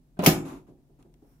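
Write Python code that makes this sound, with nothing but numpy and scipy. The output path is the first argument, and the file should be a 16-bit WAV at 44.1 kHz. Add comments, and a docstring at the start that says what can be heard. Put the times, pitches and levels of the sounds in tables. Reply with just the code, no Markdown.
"""An air fryer basket is pushed shut, close by in a small room with a faint rumble.
First the basket knocks and clicks on its spring catch and scrapes over it. Then the plastic rim slaps
the housing and the catch snaps in: the steel rings, and a thin, very high ring sounds too. At once the
basket thuds home, and the hollow housing and the room boom. After that it rubs and settles under the
hand, with soft bumps and ticks. Last, the fingers slide off the handle."""
import sys
import numpy as np
from scipy.fft import rfft, irfft, next_fast_len
from scipy.io import wavfile

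SR = 44100
rng = np.random.default_rng(int(sys.argv[2]) if len(sys.argv) > 2 else 0)


def log_audio(samples):
    """Write samples as a 16-bit WAV file to the path given in sys.argv[1]."""
    # one column per channel
    frames = np.atleast_2d(samples).T
    # limit to full scale, then quantise
    limited = np.clip(frames, -1, 1)
    pcm = np.round(limited * 32767).astype(np.int16)
    wavfile.write(sys.argv[1], SR, pcm)


N = 61739

# How alike left and right sound. Each row: pitch in Hz, likeness (1 is the same, 0 is unrelated).
STEREO_LIKENESS = [(30, .7), (100, 0.99), (220, .95), (500, 0.87), (1000, .15), (3000, 0), (12000, 0.0042)]


def amp(db):
    """Turn decibels into a number to multiply by."""
    return 10 ** (np.asarray(db) / 20)


def along(points, hz):
    """Read a value between rows of (Hz, value), with octaves evenly spaced."""
    pitches, values = np.transpose(points)
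    return np.interp(np.log(hz + 1), np.log(pitches + 1), values)


def since(start):
    """Seconds since the start, zero before it."""
    return np.maximum(np.arange(N) / SR - start, 0)


def stereo_angle(hz):
    """How far left and right differ at a pitch, as an angle: small in the bass."""
    return np.arccos(np.clip(along(STEREO_LIKENESS, hz), -1, 1)) / 2


def noise(gain):
    """Stereo noise of strength 1; gain(hz) sets the share of each pitch."""
    hz = np.fft.rfftfreq(next_fast_len(N, real=True), 1 / SR)
    angle = stereo_angle(hz)
    white = rng.standard_normal((2, 2 * len(hz) - 2))
    mid, side = irfft(rfft(white) * gain(hz) * [np.cos(angle), np.sin(angle)])[:, :N]
    pair = np.array([mid + side, mid - side])
    return pair / np.std(pair)


def coloured(points):
    """Noise whose tone follows rows of (Hz, dB)."""
    return noise(lambda hz: amp(along(points, hz)))


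def fade(t, ring_s, attack_s):
    """Rise quickly, then die away. The ring time, ring_s, is how long a fall of 60 dB takes."""
    return amp(-60 * t / ring_s) * (1 - np.exp(-t / attack_s))


def dense_ring(hits, bands, attack_s, ripple_db, ripple_hz):
    """Crowded tones, made as fading bands of noise; all hits share the same peaks and dips in tone."""
    centres = [band[0] for band in bands]
    edges = [centres[0] / 2] + centres + [centres[-1] * 2]
    knots = rng.standard_normal(2048)
    ripple = lambda hz: amp(ripple_db * np.interp(hz / ripple_hz, np.arange(len(knots)), knots))
    out = np.zeros((2, N))
    for k, (_, band_db, ring_s) in enumerate(bands):
        triangle = list(zip(edges[k:], (0, 1, 0)))
        for start, db in hits:
            shape = fade(since(start), ring_s, attack_s)
            ring = shape * noise(lambda hz: ripple(hz) * np.sqrt(along(triangle, hz)))
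            out += amp(db + band_db) * ring * np.sqrt(np.mean(shape ** 2) / np.mean(ring ** 2))
    return out


def clear_ring(hits, tones, attack_s, scatter_db, waver=0.12, waver_hz=35):
    """Separate, wavering tones at each hit; the higher ones are out of step left and right."""
    out = np.zeros((2, N))
    for start, db in hits:
        t = since(start)
        for hz, tone_db, ring_s in tones:
            size, side = rng.standard_normal(2)
            knots = rng.standard_normal(256) + 1j * rng.standard_normal(256)
            drift = 1 + waver * np.interp(t * waver_hz, np.arange(len(knots)), knots)
            skew = np.sign(side) * stereo_angle(hz) * np.array([[1], [-1]])
            tone = np.imag(drift * np.exp(2j * np.pi * hz * t) * np.exp(1j * skew))
            out -= amp(db + tone_db + scatter_db * size) * fade(t, ring_s, attack_s) * tone
    return out


def room_rumble():
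    """The room rumbles faintly and steadily."""
    # The rumble's tone. Each row: pitch in Hz, relative level in dB.
    colour = [(20, -11.5), (45, 6.5), (70, -6), (105, -15), (148, 6), (190, -12), (260, -4.5), (400, -19.5),
              (700, -24.5), (1300, -34), (3000, -38.5), (8000, -40.5), (15000, -40)]
    return amp(-60) * coloured(colour)


def bumps_and_ticks():
    """A sharp click as the basket meets the catch; later, soft bumps of the hand and small ticks."""
    # The bumps, and the click and ticks. Each row: start in seconds, level in dB.
    bumps = [(.517, 13), (.683, 7), (.775, -6.5), (.893, -3), (.987, -3.5), (1.047, 1.5), (1.145, -8),
             (1.218, 3.5)]
    ticks = [(.191, 25), (1.026, 7), (1.14, 5.5)]
    # How each rings. Each row: pitch in Hz, level in dB, ring time in seconds.
    bump_bands = [(87, -76, 0.21), (247, -54.5, 0.28), (481, -66, 0.41), (1026, -72, 0.073),
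                  (1880, -86, 0.16), (6900, -85, 0.16)]
    tick_bands = [(1424, -77, 0.028), (2400, -71, 0.028), (5000, -69.5, 0.019), (9100, -66, 0.0077),
                  (14100, -74, 0.011)]
    bumping = dense_ring(bumps, bump_bands, attack_s=0.0043, ripple_db=2.5, ripple_hz=53.8)
    return bumping + dense_ring(ticks, tick_bands, attack_s=0.00031, ripple_db=6.5, ripple_hz=197)


def rubbing(rough_db=0.5, grain_hz=450, attack_s=0.0035, fade_s=0.2):
    """The basket rubs grainily in its seat; later the fingers slide off the handle."""
    # Plastic rubs on plastic. Each row: start in seconds, time held in seconds, level in dB.
    rubs = [(.449, 0.054, 1.5), (0.51, 0.066, -9.5), (0.666, 0.02, -20), (0.986, 0.023, -19)]
    # The fingers slide. Each row: loudest moment in seconds, width in seconds, level in dB.
    slides = [(1.315, .065, -72)]
    # The tone of each. Each row: pitch in Hz, relative level in dB.
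    rub_colour = [(90, -36), (150, 4), (210, -7.5), (275, 15), (320, 1), (375, 9), (450, -5.5), (1050, 0.5),
                  (1800, -13), (2600, -12.5), (3200, -19), (3800, -17.5), (4800, -24), (6300, -19.5),
                  (7200, -18.5), (8400, -27), (9800, -19.5), (11000, -25), (13000, -22), (16000, -43)]
    slide_colour = [(300, -12), (1200, 0.5), (2500, -11), (4900, -18), (5500, -2), (6100, -15),
                    (10000, -10), (12000, -8.5), (14000, -9)]
    t = since(0)
    strokes = np.zeros(N)
    for start, hold, db in rubs:
        rise = 1 - np.exp(-since(start) / attack_s)
        fall = amp(-60 * since(start + hold) / fade_s)
        strokes += amp(db) * rise * fall
    grain = amp(rough_db * np.interp(t * grain_hz, np.arange(N), rng.standard_normal(N)))
    slide = sum(amp(db) * np.exp(-.5 * ((t - peak) / width) ** 2) for peak, width, db in slides)
    return grain * (amp(-44.5) * strokes * coloured(rub_colour) + slide * coloured(slide_colour))


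def basket_knocks():
    """The basket knocks on the spring catch, which sets its shell ringing."""
    # The knocks. Each row: start in seconds, level in dB.
    knocks = [(.169, -30), (.1905, -0.5), (.2222, -8), (.2318, 2)]
    # Their noisy ring and the shell's tones. Each row: pitch in Hz, level in dB, ring time in seconds.
    knock_bands = [(140, -40.5, .25), (200, -32, 0.43), (345.6, -33, .3), (560, -28.5, 0.14),
                   (1100, -37.5, .2), (2200, -42, 0.25), (5000, -54.5, 0.3), (12000, -55, 0.22)]
    shell_tones = [(178.8, -25, 0.2), (417, -33.5, 0.11), (534, -34, .12), (612.8, -31.5, 0.25),
                   (692.6, -30.5, 0.18), (1012, -41, 0.25), (1546, -38, 0.073)]
    knocking = dense_ring(knocks, knock_bands, attack_s=0.0017, ripple_db=3.0, ripple_hz=60)
    return knocking + clear_ring(knocks, shell_tones, attack_s=0.0011, scatter_db=4.0)


def rim_slap():
    """The plastic rim slaps the housing and rings very briefly."""
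    # The slap. Each row: start in seconds, level in dB.
    slaps = [(.2612, -2)]
    # Its ring. Each row: pitch in Hz, level in dB, ring time in seconds.
    bands = [(600, -22.5, .045), (970, -17.5, 0.041), (1750, -28, 0.011), (2680, -8.5, .022),
             (3704, -18, .016), (6126, -24.5, 0.0076)]
    return dense_ring(slaps, bands, attack_s=0.00015, ripple_db=4.5, ripple_hz=250)


def catch_snap():
    """The catch slips and snaps in; the last snap brings the steel's tones plus a thin, very high ring."""
    # The slips and snaps. Each row: start in seconds, level in dB.
    snaps = [(.2225, -34), (.2375, -21.5), (.246, -17.5), (.2535, -21.5), (.2613, -7), (.2632, 0)]
    # The catch's first crack, its lasting ring, and the steel's tones plus the thin, very high ring.
    # Each row: pitch in Hz, level in dB, ring time in seconds.
    crack_bands = [(700, -27, 0.02), (1430, -29.5, .04), (2600, -20, 0.032), (4130, -24.5, .04),
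                   (6500, -17.5, .04), (8030, -27.5, .025), (12400, -15, .04), (15500, -15, .04)]
    ring_bands = [(500, -32, 0.41), (900, -29, 0.45), (1500, -27.5, .3), (2700, -25.5, .26),
                  (4000, -27, 0.21), (5400, -25, 0.23), (7670, -32.5, 0.33), (8500, -46.5, 0.23),
                  (9550, -29.5, .24), (11800, -23.5, 0.21), (14700, -18, 0.14)]
    last_snap_tones = [(1242, -32.5, .28), (2218, -25, .16), (2893, -29, .17), (3474, -39, 0.22),
                       (5210, -34, 0.2), (6347, -33.5, .15), (7280, -38, .2), (11930, -32.5, .16),
                       (12860, -28, .15), (14600, -31.5, .16), (15293, -20.5, .15)]
    crack = dense_ring(snaps, crack_bands, attack_s=0.0002, ripple_db=1, ripple_hz=135.3)
    ring = dense_ring(snaps, ring_bands, attack_s=0.00093, ripple_db=3.5, ripple_hz=64.82)
    return crack + ring + clear_ring(snaps[-1:], last_snap_tones, attack_s=0.00035, scatter_db=-0.5)


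def housing_thud(push_start_s=0.2695):
    """The basket hits its stop with one deep push; the hollow housing and the room boom."""
    # The hit. Each row: start in seconds, level in dB.
    thuds = [(.2688, -0.5)]
    # The deep push. Each row: pitch in Hz, level in dB, seconds to reach full strength.
    push_tones = [(156, -11.5, 0.011), (278, -7.5, .0042), (377.3, -13, 0.0045), (636, -18, .004)]
    # The housing's tones and the room's boom. Each row: pitch in Hz, level in dB, ring time in seconds.
    housing_tones = [(72.4, -32.5, .4), (128, -20.5, 0.2), (158, -24.5, 0.51), (209.4, -27, 0.4),
                     (276.2, -27, 0.8), (328, -23, .48), (371.8, -22.5, .56), (456, -37.5, 0.32),
                     (525, -29.5, 0.23), (631, -29.5, .28), (705, -30.5, 0.16), (763, -31.5, 0.23),
                     (870, -33.5, 0.17)]
    boom_bands = [(42.4, -43.5, 1.1), (93.5, -53.5, .4), (154, -27, .55), (260, -25.5, .55),
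                  (432, -33.5, .5), (800, -44, .5), (1400, -51.5, .4)]
    t = since(push_start_s)
    push = np.zeros(N)
    for hz, db, swell_s in push_tones:
        swell = (t / swell_s * np.exp(1 - t / swell_s)) ** 2
        push -= amp(db) * swell * np.sin(2 * np.pi * hz * t)
    boom = dense_ring(thuds, boom_bands, attack_s=0.0087, ripple_db=2.0, ripple_hz=27.78)
    ring = clear_ring(thuds, housing_tones, attack_s=0.0029, scatter_db=1.56, waver=.33, waver_hz=29.2)
    return push + ring + boom


def scene():
    """Add all the sounds together over the room's rumble."""
    shutting = basket_knocks() + rim_slap() + catch_snap() + housing_thud()
    return shutting + rubbing() + bumps_and_ticks() + room_rumble()


def record(dry):
    """Flatten any peaks beyond full scale, then cut away the very highest treble."""
    top_hz = 15650
    size = next_fast_len(N + SR // 2)
    gain = 1 / np.sqrt(1 + (np.fft.rfftfreq(size, 1 / SR) / top_hz) ** 160)
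    return irfft(rfft(np.clip(dry, -1, 1), size) * gain, size)[:, :N]


dry = scene()
out = record(dry)
log_audio(out)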